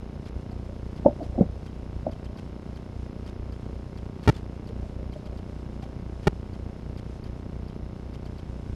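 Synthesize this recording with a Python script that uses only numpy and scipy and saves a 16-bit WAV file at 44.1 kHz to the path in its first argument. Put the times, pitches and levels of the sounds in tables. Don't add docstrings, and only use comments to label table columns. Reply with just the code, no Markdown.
import sys
import numpy as np
from scipy import signal
from scipy.fft import rfft, irfft, next_fast_len
from scipy.io import wavfile
from scipy.ndimage import uniform_filter1d

SR = 44100
rng = np.random.default_rng(int(sys.argv[2]) if len(sys.argv) > 2 else 0)


def transcribe(u):
    v = np.clip(np.atleast_2d(u).T, -1, 1)
    q = np.round(v * 32767).astype(np.int16)
    wavfile.write(sys.argv[1], SR, q)


def how_loud(loudness_db):
    steps = np.asarray(loudness_db, float) / 20
    return 10 ** steps


N = 385875
FRAME_S = 1 / 30
RUN_IN = 4410


def rms_one(x):
    return x / np.sqrt(np.mean(x ** 2) + 1e-20)


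def butter(x, hz, kind, order=2):
    return signal.sosfilt(signal.butter(order, hz, kind, fs=SR, output="sos"), x)


def coloured(spectrum):
    size = next_fast_len(N)
    hz, db = np.transpose(spectrum)
    bin_hz = np.arange(size // 2 + 1) * SR / size
    gain = how_loud(np.interp(np.log(bin_hz + 1), np.log(hz), db))
    return rms_one(irfft(rfft(rng.standard_normal(size)) * gain, size)[:N])


def drift(rate_hz):
    return rms_one(butter(rng.standard_normal(N + SR), rate_hz, "low")[SR:])


def smooth_twice(x, size):
    return uniform_filter1d(uniform_filter1d(x, size=size), size=size)


def evened(x):
    power = smooth_twice(x ** 2, 3000)
    return rms_one(x / np.sqrt(power))


def bumps(t, rows, width_s):
    return sum(size * np.exp(-((t - s) / width_s) ** 2) for s, size in rows)


def add(out, s, piece):
    at = round(s * SR)
    out[at:at + len(piece)] += piece[:len(out) - at]


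def traffic_rumble():
    # (time [s], swell [dB])
    passes = [
        (1.4, 1),
        (2.9, 0),
        (7.9, 0.5),
    ]
    # (frequency [Hz], level [dB per Hz])
    deep = [(20, -25), (35, -24), (55, 9), (68, 8), (80, -14.5), (100, -40.5)]
    upper = [(60, -48), (78, 12.5), (92, 7.5), (115, 9), (140, -6), (200, -33)]
    upper_db = -47 + bumps(np.arange(N) / SR, passes, width_s=1.0)
    return how_loud(-53) * coloured(deep) + how_loud(upper_db) * evened(coloured(upper))


def idling_engine():
    # (time [s], speed [turns per s])
    speed = [(0, 21.437), (1.3, 21.427), (2, 21.37), (3, 21.327), (4.5, 21.28), (5.6, 21.257),
             (6.2, 21.317), (8, 21.39), (8.75, 21.407)]
    orders = {2: -68.5, 3: -46.5, 4: -65.5, 5: -63}
    turns = np.cumsum(np.interp(np.arange(N) / SR, *np.transpose(speed))) / SR
    return sum(-how_loud(db) * np.cos(2 * np.pi * k * turns) for k, db in orders.items())


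def yard_murmur():
    # (frequency [Hz], level [dB per Hz])
    spectrum = [(60, -12), (150, 9.5), (300, -2.5), (620, -6), (850, -17.5), (5000, -26.5), (6800, -29),
                (8400, -60)]
    flicker_db = 0.4 * drift(6)
    return how_loud(-47 + flicker_db) * coloured(spectrum)


def scuffling():
    # (time [s], level above the usual stir [dB])
    scuffles = [
        (.55, 3),
        (1.3, 10.5),
        (2.2, 7),
        (3.1, 2.5),
        (4.85, 7.5),
        (5.28, 6.5),
        (6.7, 2.5),
    ]
    # (frequency [Hz], level [dB per Hz])
    grass = [(250, -12.5), (420, -7), (600, 0), (780, -10.5), (950, -21), (1500, -53)]
    lumps_db = 2.1 * drift(25)
    level_db = -60.5 + bumps(np.arange(N) / SR, scuffles, width_s=0.23) + lumps_db
    return how_loud(level_db) * coloured(grass)


def settle(edges, settle_ms):
    r = np.exp(-1000 / (settle_ms * SR))
    return signal.lfilter([1 - r], [1, -r], edges)


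def frame_load():
    # (time after frame start [ms], step [thousandths], settling time [ms],
    # floating timing [1 = yes])
    tasks = [(9.98, -23.7, .19, 0), (10.49, 7.4, .06, 0), (12.37, -10.9, 1.2, 0), (23.38, -18, .25, 1),
             (24.0, 12, .08, 1), (24.36, -54, 1.0, 1), (29.66, 26.7, .45, 0), (29.82, -50, .27, 0),
             (31.02, 42.7, .6, 0), (31.44, 57.2, .6, 0), (33.37, 68, 3.6, 0)]
    # (time [s], extra load [share of the usual load])
    surges = [(.37, 0.43), (1.3, 1), (1.38, 0.64), (1.49, 0.5), (1.78, 0.055), (1.97, 0.54), (2.27, 0.29),
              (2.65, -0.14), (2.97, 0.25), (3.4, 0.57), (3.55, 0.042), (3.76, 0.15), (4.82, 0.87),
              (5.29, 0.64), (5.38, 0.32), (5.55, .3), (6.4, 0.04), (6.66, 0.35), (7.3, 0.52), (7.75, -0.79),
              (7.83, .45), (8.5, 0.43), (8.72, 0.57)]
    starts = np.arange(-3, N / SR / FRAME_S - 1) * FRAME_S
    late_ms = 0.11 * rng.standard_normal(len(starts))
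    sizes = 1 + 0.23 * rng.standard_normal((len(starts), len(tasks)))
    slope = np.zeros(N + RUN_IN)
    for k, (ms, step, settle_ms, floats) in enumerate(tasks):
        at = (starts + (ms + floats * late_ms) / 1000) * SR + RUN_IN
        edges = np.zeros(N + 2 * RUN_IN)
        edges[np.round(at).astype(int)] = step / 1000 * sizes[:, k]
        slope += settle(edges[:N + RUN_IN], settle_ms)
    t = (np.arange(N + RUN_IN) - RUN_IN) / SR
    load = bumps(t, surges, width_s=0.03)
    load[RUN_IN:] += 0.099 * drift(4.7)
    extra = 2.9 * load * (slope - slope.mean())
    return np.cumsum(slope + smooth_twice(extra, 210))


def stray_tasks():
    # (time [s], depth [dB], length [ms])
    deep_task = (7.7629, -25, 1.4)
    tasks_per_s = 25
    out = np.zeros(N)
    for when, size, length in rng.random((400, 3))[:int(tasks_per_s * N / SR)]:
        samples = int((0.77 + 0.88 * length) * SR / 1000)
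        add(out, when * (N - 1) / SR, np.full(samples, -how_loud(-40 + 6.6 * size)))
    s, db, ms = deep_task
    add(out, s, np.full(int(ms * SR / 1000), -how_loud(db)))
    return settle(out, 0.47)


def card_writes():
    # (start time [s], pages in a row [count])
    writes = [
        (4.27603, 3),
        (4.28808, 2),
        (4.29486, 2),
        (6.27099, 2),
        (6.2759, 2),
    ]
    page_s, gap_s = 0.002, 0.00011
    sag_ms, recover_ms = 0.11, 0.057
    out = np.zeros(N)
    t = np.arange(SR // 100) / SR
    for first, pages in writes:
        for k in range(pages):
            start = first + k * (page_s + gap_s)
            late = t - (start - round(start * SR) / SR)
            sag = 1 - np.exp(-1000 * np.clip(late, 0, page_s) / sag_ms)
            recovery = np.exp(-1000 * np.clip(late - page_s, 0, 1) / recover_ms)
            add(out, start, -0.56 * sag * recovery)
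    return out + 1.35 * butter(out, 5500, "high")


def supply_ripple():
    supply = frame_load()
    supply[RUN_IN:] += card_writes() + stray_tasks()
    coupling_hz, coupling_q = 90.7, 0.836
    w = 2 * np.pi * coupling_hz
    b, a = signal.bilinear([1, 0, 0], [1, w / coupling_q, w * w], SR)
    return signal.lfilter(b, a, supply)[RUN_IN:]


def sensor_whine():
    # (time after frame start [ms], level [dB])
    curve = [(0, -86), (9.8, -101), (11.5, -59), (17, -65.5), (18, -74), (20.5, -73), (22.5, -56.5),
             (24, -81.5), (33.4, -85)]
    t = np.arange(N) / SR
    level_db = np.interp(t % FRAME_S * 1000, *np.transpose(curve))
    pitch_hz = 5200 + 60 * drift(193)
    return how_loud(level_db) * np.sin(2 * np.pi * np.cumsum(pitch_hz) / SR)


def patch(hz, ms):
    t = np.arange(int(ms * SR / 1000)) / SR
    return np.sin(np.pi * t * 1000 / ms) * np.sin(2 * np.pi * hz * t)


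def data_bursts():
    # (time [s], tick peak level [dB], length [ms])
    bursts = [(0.255, -48, 38), (0.5147, -46, 15), (0.9617, -46, 26), (1.23, -46, 36), (1.661, -48, 10),
              (2.1136, -45, 21.6), (2.2447, -45, 15), (2.373, -44, 22), (2.759, -46, 17), (3.2628, -43, 35),
              (3.5229, -45, 16), (3.9737, -44, 14), (4.2298, -43, 96), (4.334, -55, 33), (4.362, -48, 28),
              (4.6724, -45, 26), (5.123, -46, 18), (5.255, -49, 18), (5.374, -46, 18), (5.823, -48, 20),
              (6.2282, -49, 36), (6.535, -46, 18), (6.974, -43, 23), (7.24, -41, 37), (7.683, -45, 17),
              (8.136, -47, 21), (8.2554, -44, 18), (8.3823, -45, 16)]
    # (time [s], pulse rate [pulses per s], level [dB], length [ms])
    transfer = (4.347, 1760, -50, 12)
    tones, gate = np.zeros(N), np.zeros(N)
    chance = rng.standard_normal((len(bursts), 3))
    for (s, tick_db, ms), (louder, later, busy) in zip(bursts, chance):
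        crackle_db = -54.5 + 1.7 * busy
        tick = how_loud(tick_db - 0.5) * patch(4650 + 80 * later, 2.6)
        singing = how_loud(crackle_db - 0.5 + 1.6 * louder) * patch(3140, 8.3)
        add(tones, s, tick)
        add(tones, s + 0.014 + 0.0021 * later, singing)
        add(gate, s + 0.0015, np.full(round(ms * SR / 1000), how_loud(crackle_db)))
    s, per_s, db, ms = transfer
    pulses = 0.6 * patch(per_s, ms) + patch(2 * per_s, ms) + 0.4 * patch(4 * per_s, ms)
    add(tones, s, how_loud(db) * pulses)
    steps = rng.standard_normal(N) * (rng.random(N) < 3000 / SR)
    crackle = rms_one(butter(butter(steps, 3350, "low", order=1), 520, "high"))
    uneven_gate = butter(gate * how_loud(1.46 * drift(124)), 200, "low")
    return tones + uneven_gate * crackle


def soft_ring(hz, ring_ms):
    t = np.arange(SR // 8) / SR
    u = t / (ring_ms / 1000)
    return (u * np.exp(1 - u)) ** 2.05 * np.sin(2 * np.pi * hz * t)


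def bucket_wall(db, hz, ring_ms):
    up, down = rng.standard_normal(size=2)
    higher = how_loud(-16 + 2 * up) * soft_ring(1.346 * hz, 0.33 * ring_ms)
    lower = how_loud(-26.5 + 2 * down) * soft_ring(0.8 * hz, 1.6 * ring_ms)
    return how_loud(db) * (soft_ring(hz, ring_ms) + higher - lower)


def buckets():
    # (time [s], level [dB], wall pitch [Hz])
    taps = [(.513, -42, 720), (.686, -38, 543), (.705, -42, 600), (.73, -51, 574), (1.063, -50, 1570),
            (1.107, -33, 580), (1.238, -42, 715), (1.345, -36, 524), (1.352, -38, 720), (2.088, -40, 680),
            (2.305, -45, 620), (2.353, -45.5, 1076), (4.695, -36, 440), (5.027, -44, 530),
            (5.157, -33.5, 605), (5.27, -39.5, 604), (5.337, -47, 480), (5.829, -41, 775)]
    # (time [s], wall level [dB], wall pitch [Hz], hollow level [dB])
    clashes = [(1.048, -24.5, 723, -32), (1.052, -30, 400, -34), (1.0555, -16, 373, -14),
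               (1.0592, -6.5, 604, -31), (1.0605, -18, 874, -22), (1.0626, -9.5, 566, -15),
               (1.071, -27, 540, -22), (1.075, -36, 590, -27), (1.08, -21, 635, -17.5),
               (1.087, -26, 684, -43), (1.204, -31, 682, -47), (1.21, -32.5, 698, -44),
               (1.216, -31, 625, -28), (1.223, -37, 500, -29), (1.3785, -25, 620, -19.5),
               (1.383, -25.5, 724, -27), (1.387, -26, 523, -15.5), (1.398, -27, 515, -24),
               (1.415, -25.5, 725, -37), (1.421, -29, 557, -33), (1.428, -29, 466, -24),
               (2.0651, -34, 820, -49), (2.075, -25.5, 603, -25)]
    # (time [s], wall level [dB], wall pitch [Hz], hollow level [dB])
    landings = [
        (1.059, -49, 1086, -14.5),
        (1.4086, -15, 498, -5),
        (2.0655, -16.5, 620, -25),
    ]
    # (delay [ms], level [dB])
    shed_echoes = [(9, -16), (17, -16), (29, -24), (43, -30.5)]
    upright_hz, lying_hz = 280, 190.5
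    out = np.zeros(N)
    for s, db, hz in taps:
        add(out, s, bucket_wall(db, hz, 6.3))
    for rows, hollow_hz, ring_ms in [(clashes, upright_hz, 3.9), (landings, lying_hz, 2.73)]:
        for s, wall_db, wall_hz, hollow_db in rows:
            hollow = how_loud(hollow_db) * soft_ring(hollow_hz, 0.92 * ring_ms)
            add(out, s, bucket_wall(wall_db, wall_hz, ring_ms) - hollow)
    for s, _, _, hollow_db in landings:
        ground_slap = -how_loud(hollow_db - 11) * soft_ring(340, 1.2)
        rim_crack = how_loud(hollow_db - 35) * soft_ring(1250, 1.6)
        hollow_boom = -how_loud(hollow_db - 9.5) * soft_ring(lying_hz, 9.3)
        add(out, s - 0.0014, ground_slap)
        add(out, s, rim_crack + hollow_boom)
    echoes = sum(how_loud(db) * np.roll(out, round(ms * SR / 1000)) for ms, db in shed_echoes)
    return butter(out + echoes, 1360, "low", order=3)


def scene():
    outdoors = traffic_rumble() + idling_engine() + yard_murmur() + scuffling()
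    electronics = supply_ripple() + sensor_whine() + data_bursts()
    return (outdoors + electronics + buckets())[None]


def roll_off(x):
    return signal.sosfilt(signal.butter(12, 16460, fs=SR, output="sos"), x)


def record(dry):
    inner_rate, filter_lag_s = 16000, 0.00013
    t = np.arange(N) / SR
    ticks = np.arange(int(N / SR * inner_rate) + 2) / inner_rate
    samples = np.interp(ticks + filter_lag_s, t, butter(dry[0], 8500, "low"))
    stretched = butter(np.interp(t, ticks, samples), 16000, "low")
    steep = signal.cheby2(10, 40, 16600, fs=SR, output="sos")
    mix = signal.sosfilt(steep, stretched)[None]
    return roll_off(mix)


dry = scene()
out = record(dry)
transcribe(out)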